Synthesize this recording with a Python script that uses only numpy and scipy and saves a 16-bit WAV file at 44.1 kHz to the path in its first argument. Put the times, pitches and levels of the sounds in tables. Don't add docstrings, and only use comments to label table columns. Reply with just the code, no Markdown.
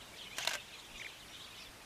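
import sys
import numpy as np
from scipy import signal
from scipy.fft import rfft, irfft
from scipy.io import wavfile
from scipy.ndimage import uniform_filter1d

SR = 44100
rng = np.random.default_rng(int(sys.argv[2]) if len(sys.argv) > 2 else 0)


def generate_wav(signal):
    frames = np.transpose(np.atleast_2d(signal))
    scaled = np.clip(frames, -1, 1) * 32767
    pcm = np.round(scaled).astype(np.int16)
    wavfile.write(sys.argv[1], SR, pcm)


N = 81585

# frequency_hz, relative_db
HISS_SPECTRUM = [(12, -34), (20, -3.5), (140, -2.3), (500, -5), (1100, -5), (1550, -7), (2160, -5.5),
                 (3010, -11.5), (4560, -11.5), (10200, -17), (15000, -24.5)]
# pitch_hz, level_db
HUM_TONES = [(53, -73), (110, -73)]
# peak_s, width_s, level_db
WIND_PUFFS = [(.948, 0.025, -56), (1.695, 0.021, -60)]
# time_s, level_db
FLOCK_LEVELS = [(0, -54), (.13, -64), (.21, -51), (.30, -58.5), (.42, -48.5), (.64, -59.5), (.75, -55),
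                (.90, -59), (.96, -52), (1.09, -52.5), (1.29, -68), (1.33, -55), (1.42, -55), (1.5, -56.5),
                (1.61, -52.5), (1.72, -66.5), (1.85, -65.5)]
# start_s, length_s, first_hz, middle_hz, last_hz, level_db
BIRD_CHIRPS = [(0.125, 0.043, 2210, 2300, 2350, -58), (0.183, 0.042, 3976, 3340, 2960, -52.5),
               (0.218, 0.057, 4330, 3410, 2870, -55), (0.255, 0.039, 3390, 3006, 2820, -56),
               (0.254, 0.023, 2120, 2214, 2070, -55), (0.311, 0.045, 2120, 2370, 2520, -52.5),
               (0.406, .036, 3967, 3300, 2490, -50.5), (0.425, 0.012, 6460, 6300, 5950, -50),
               (0.572, 0.0314, 3030, 2670, 2540, -54), (0.598, 0.023, 3730, 3550, 2920, -53.5),
               (0.722, 0.033, 3210, 3980, 4110, -55.5), (.728, 0.035, 2766, 2450, 2490, -54.5),
               (0.764, .05, 6800, 7000, 7400, -68), (0.783, 0.026, 4200, 3600, 2800, -57),
               (.962, 0.026, 6700, 6850, 6900, -66), (1.082, .02, 4200, 3690, 3430, -57),
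               (1.198, 0.048, 4170, 3220, 2760, -58), (1.259, 0.047, 5500, 3646, 2170, -61.5),
               (1.275, 0.08, 5480, 5750, 5880, -65.5), (1.397, 0.023, 3040, 3350, 3950, -53),
               (1.417, 0.033, 3950, 3600, 3240, -55.5), (1.427, 0.031, 5230, 4600, 4550, -60.5),
               (1.581, 0.0176, 5520, 4900, 4300, -60), (1.65, 0.027, 3520, 3563, 3350, -57.5)]
# start_s, length_s, first_hz, last_hz, level_db
BIRD_BUZZES = [(0.17, 0.031, 5790, 3410, -56), (.977, 0.035, 6400, 5450, -58),
               (1.344, 0.0177, 3450, 3820, -52), (1.597, .048, 5620, 4520, -57.5)]
# pitch_hz, relative_db, t60_s
HORN_MODES = [(354, -16, .015), (658, -9.5, 0.033), (962, -5.5, 0.037), (1540, -3, 0.046),
              (1736, -13, 0.048), (2002, -9.5, 0.067), (2200, -12, 0.11), (2724, 0, 0.033),
              (3595, -2, 0.014), (4060, 0, .015), (7570, -11, 0.019), (11200, -14, 0.029)]
# start_s, length_s, level_db, tilt_db_per_octave
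HORN_SCRAPES = [(.367, 0.014, -48, 3), (0.391, 0.0528, -46, 0.5), (0.485, 0.019, -45, 3),
                (0.506, 0.025, -42.5, -1), (0.536, 0.017, -40.5, -0.5), (0.554, 0.017, -47.5, -5.5)]
# frequency_hz, relative_db
SCRAPE_SPECTRUM = [(100, -34), (420, -35), (620, -1), (1150, -1), (1600, 0), (2300, 6), (3500, -4),
                   (4600, -2.5), (6700, -2.5), (8700, -15), (15000, -24)]
# start_s, ring_db, crack_db, favoured_hz
HORN_KNOCKS = [(0.3827, -37, -31, 716), (.389, -35.5, -49, 2700), (0.3961, -39, -51, 1520),
               (0.4054, -46, -43, 2700), (.4165, -43, -49, 3800), (.433, -41, -59, 2700),
               (0.4484, -32, -35.5, 3800), (.4675, -45, -46.5, 2090), (.4723, -27.5, -37.5, 3900),
               (.474, -19.5, -30, 3670), (0.4783, -36, -51, 1534), (0.491, -36, -36.5, 2700),
               (0.5109, -34, -41, 1520), (.533, -36.5, -34, 800), (0.539, -36, -38.5, 3600),
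               (0.5511, -35, -37, 1700), (0.558, -41, -52, 2100)]
# frequency_hz, relative_db
CRACK_SPECTRUM = [(60, -27), (250, -3.5), (450, -9), (750, 3), (1200, 1), (3200, 1), (4800, -1.5),
                  (7000, -2.5), (9000, -7), (15000, -15.5)]
# start_s, length_s, level_db
BIRD_PEEPS = [(0.996, .029, -42), (1.045, .026, -41.5)]

HORN_RISE_S, HORN_DETUNE = 0.0014, 0.035
WARBLE_HZ = 295


def amp(db):
    return 10 ** (np.asarray(db) / 20)


def unit(x):
    return x / np.sqrt(np.mean(x ** 2) + 1e-20)


def add(mix, start_s, sound):
    part = mix[max(round(start_s * SR), 0):][:len(sound)]
    part += sound[:len(part)]


def gains(spectrum, hz):
    table_hz, db = np.transpose(spectrum)
    return amp(np.interp(np.log(hz + 1), np.log(table_hz), db))


def colour(x, spectrum, tilt_db=0):
    hz = np.fft.rfftfreq(len(x), 1 / SR)
    tilt = amp(tilt_db * np.log2(np.maximum(hz, 500) / 500))
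    return unit(irfft(rfft(x) * gains(spectrum, hz) * tilt, len(x)))


def drift(rate_hz):
    hz = np.fft.rfftfreq(N, 1 / SR)
    return unit(irfft(rfft(rng.standard_normal(N)) * np.exp(-(hz / rate_hz) ** 2), N))


def open_air(hiss_db=-55, patch_db=1.12, waver_hz=2.2, puff_hz=26.6):
    t = np.arange(N) / SR
    hz, _, noise = signal.stft(rng.standard_normal(N), SR, nperseg=1024)
    patches = uniform_filter1d(rng.standard_normal(noise.shape), size=14, axis=0)
    patches = unit(uniform_filter1d(patches, size=6, axis=1))
    shaped = noise * gains(HISS_SPECTRUM, hz)[:, None] * amp(patch_db * patches)
    hiss = unit(signal.istft(shaped, SR, nperseg=1024)[1][:N])
    hum = sum(amp(db) * unit(np.sin(2 * np.pi * f * t + drift(waver_hz))) for f, db in HUM_TONES)
    puffs = sum(amp(db) * np.exp(-((t - peak) / width) ** 2) for peak, width, db in WIND_PUFFS)
    rumble = unit(np.sin(2 * np.pi * puff_hz * t + drift(puff_hz)))
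    return amp(hiss_db) * hiss + hum + puffs * rumble


def whistle(start_s, length_s, pitches, warble, overtone=0):
    progress = np.arange(0, length_s, 1 / SR) / length_s
    glide_hz = np.polyval(np.polyfit([0, .5, 1], pitches, 2), progress)
    bend = np.take(warble, round(start_s * SR) + np.arange(len(progress)), mode="wrap")
    phase = 2 * np.pi * np.cumsum(glide_hz * (1 + bend)) / SR
    envelope = np.sqrt(2) * np.sin(np.pi * progress) ** 0.38
    return envelope * (np.sin(phase) + overtone * np.sin(2 * phase))


def far_flock(count=500, centre_hz=3200, spread=.155, glide=.1096, note_s=.029, overtone_db=-13.5):
    out, warble = np.zeros(N), 0.026 * drift(WARBLE_HZ)
    notes = zip(rng.random((count, 3)), rng.standard_normal((count, 3)))
    for k, ((delay, softness, stretch), (pitch, first, last)) in enumerate(notes):
        start = (k + delay) / count * N / SR
        middle_hz = centre_hz * np.exp(spread * np.clip(pitch, -1.8, 1.4))
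        pitches = middle_hz * np.exp(glide * np.array([first + .5, 0, last - .5]))
        note = whistle(start, note_s * (.5 + stretch), pitches, warble, amp(overtone_db))
        add(out, start, amp(-12 * softness) * note)
    levelled = out / np.sqrt(uniform_filter1d(out ** 2, size=3000) + 1e-12)
    return levelled * amp(np.interp(np.arange(N) / SR, *np.transpose(FLOCK_LEVELS)))


def bush_birds(rasp_hz=716, flicker_db=3, flicker_hz=140):
    out, warble, rasp = np.zeros(N), 0.011 * drift(WARBLE_HZ), 0.082 * drift(rasp_hz)
    for start, length, first, middle, last, db in BIRD_CHIRPS:
        add(out, start, amp(db) * whistle(start, length, (first, middle, last), warble))
    for start, length, first, last, db in BIRD_BUZZES:
        add(out, start, amp(db) * whistle(start, length, np.linspace(first, last, 3), rasp))
    return out * amp(flicker_db * drift(flicker_hz))


def horn_ring(detune, favoured_hz=None, favour_db=8, favour_octaves=0.29, size=8000):
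    t = np.arange(size) / SR
    hz, db, t60 = np.transpose(HORN_MODES)[:, :, None]
    if favoured_hz:
        db = db + favour_db * np.exp(-(np.log2(hz / favoured_hz) / favour_octaves) ** 2)
    hz = hz * (1 + detune * rng.uniform(-0.97, 1, hz.shape))
    modes = amp(db - 60 * t / t60) * np.sin(2 * np.pi * hz * t)
    ring = modes[::2].sum(0) - modes[1::2].sum(0)
    return ring / np.sqrt(np.sum(amp(db) ** 2) / 2)


def horn_scrapes(ridges_per_s=2200, edge_s=.004, ring_db=-9.5, size=8192):
    out, t = np.zeros(N), np.arange(size) / SR
    for start, length, db, tilt in HORN_SCRAPES:
        catches = rng.random(size) < ridges_per_s / SR
        clicks = catches * amp(-1.5 * rng.uniform(-0.87, 1, size)) * rng.choice([-1, 1], size)
        pressure = np.clip(np.minimum(t, length - t) / edge_s + .5, 0, 1)
        ring = horn_ring(HORN_DETUNE)
        body = signal.fftconvolve(unit(clicks) * pressure, ring / np.linalg.norm(ring))[:size]
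        grit = pressure * colour(clicks, SCRAPE_SPECTRUM, tilt)
        add(out, start, amp(db) * (grit + amp(ring_db) * body))
    return out


def horn_knocks(crack_decay_s=0.005, size=8000):
    out, t = np.zeros(N), np.arange(size) / SR
    hardest_db = max(row[1] for row in HORN_KNOCKS)
    rise = np.minimum(t / HORN_RISE_S, 1)
    decay = np.exp(-np.maximum(t - HORN_RISE_S, 0) / crack_decay_s)
    for start, ring_db, crack_db, favoured_hz in HORN_KNOCKS:
        crack = colour(rng.standard_normal(size), CRACK_SPECTRUM) * decay
        ring = horn_ring(HORN_DETUNE * (1 - amp(ring_db - hardest_db)), favoured_hz)
        add(out, start, rise * (amp(ring_db) * ring + amp(crack_db) * crack))
    return out


def horn_release(start_s=.549, pitch_hz=593, level_db=-44.5, t60_s=0.16):
    t = np.maximum(np.arange(N) / SR - start_s, 0)
    envelope = np.minimum(t / HORN_RISE_S, 1) * amp(level_db - 60 * t / t60_s)
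    return envelope * np.sin(2 * np.pi * pitch_hz * t)


def closest_bird(arch_hz=(1850, 2470, 1575), dip_db=14):
    out = np.zeros(N)
    for start, length, db in BIRD_PEEPS:
        note = whistle(start, length, arch_hz, warble=np.zeros(N))
        progress = np.linspace(0, 1, len(note))
        dip = np.exp(-((progress - .42) / 0.15) ** 2)
        add(out, start, note * amp(db - dip_db * dip))
    return out


def bush_scatter(x, t60_s=0.23, echoes_per_s=2000, gap_s=.004):
    t = np.arange(SR // 2) / SR
    echoes = rng.choice([-1, 1], len(t)) * (rng.random(len(t)) < echoes_per_s / SR)
    response = echoes * amp(-60 * t / t60_s) * (t > gap_s)
    return signal.fftconvolve(x, response / np.linalg.norm(response))[:N]


def scene(clear_wet_db=-20, bush_wet_db=-7):
    clear = horn_knocks() + horn_scrapes() + horn_release() + closest_bird()
    birds = bush_birds()
    scatter = bush_scatter(amp(clear_wet_db) * clear + amp(bush_wet_db) * birds)
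    mix = clear + birds + scatter + far_flock() + open_air()
    return np.array([mix, mix])


def record(dry):
    lowpass = signal.firwin(401, 15150, window=("kaiser", 8), fs=SR)
    return signal.oaconvolve(dry, lowpass[None], "same")


dry = scene()
out = record(dry)
generate_wav(out)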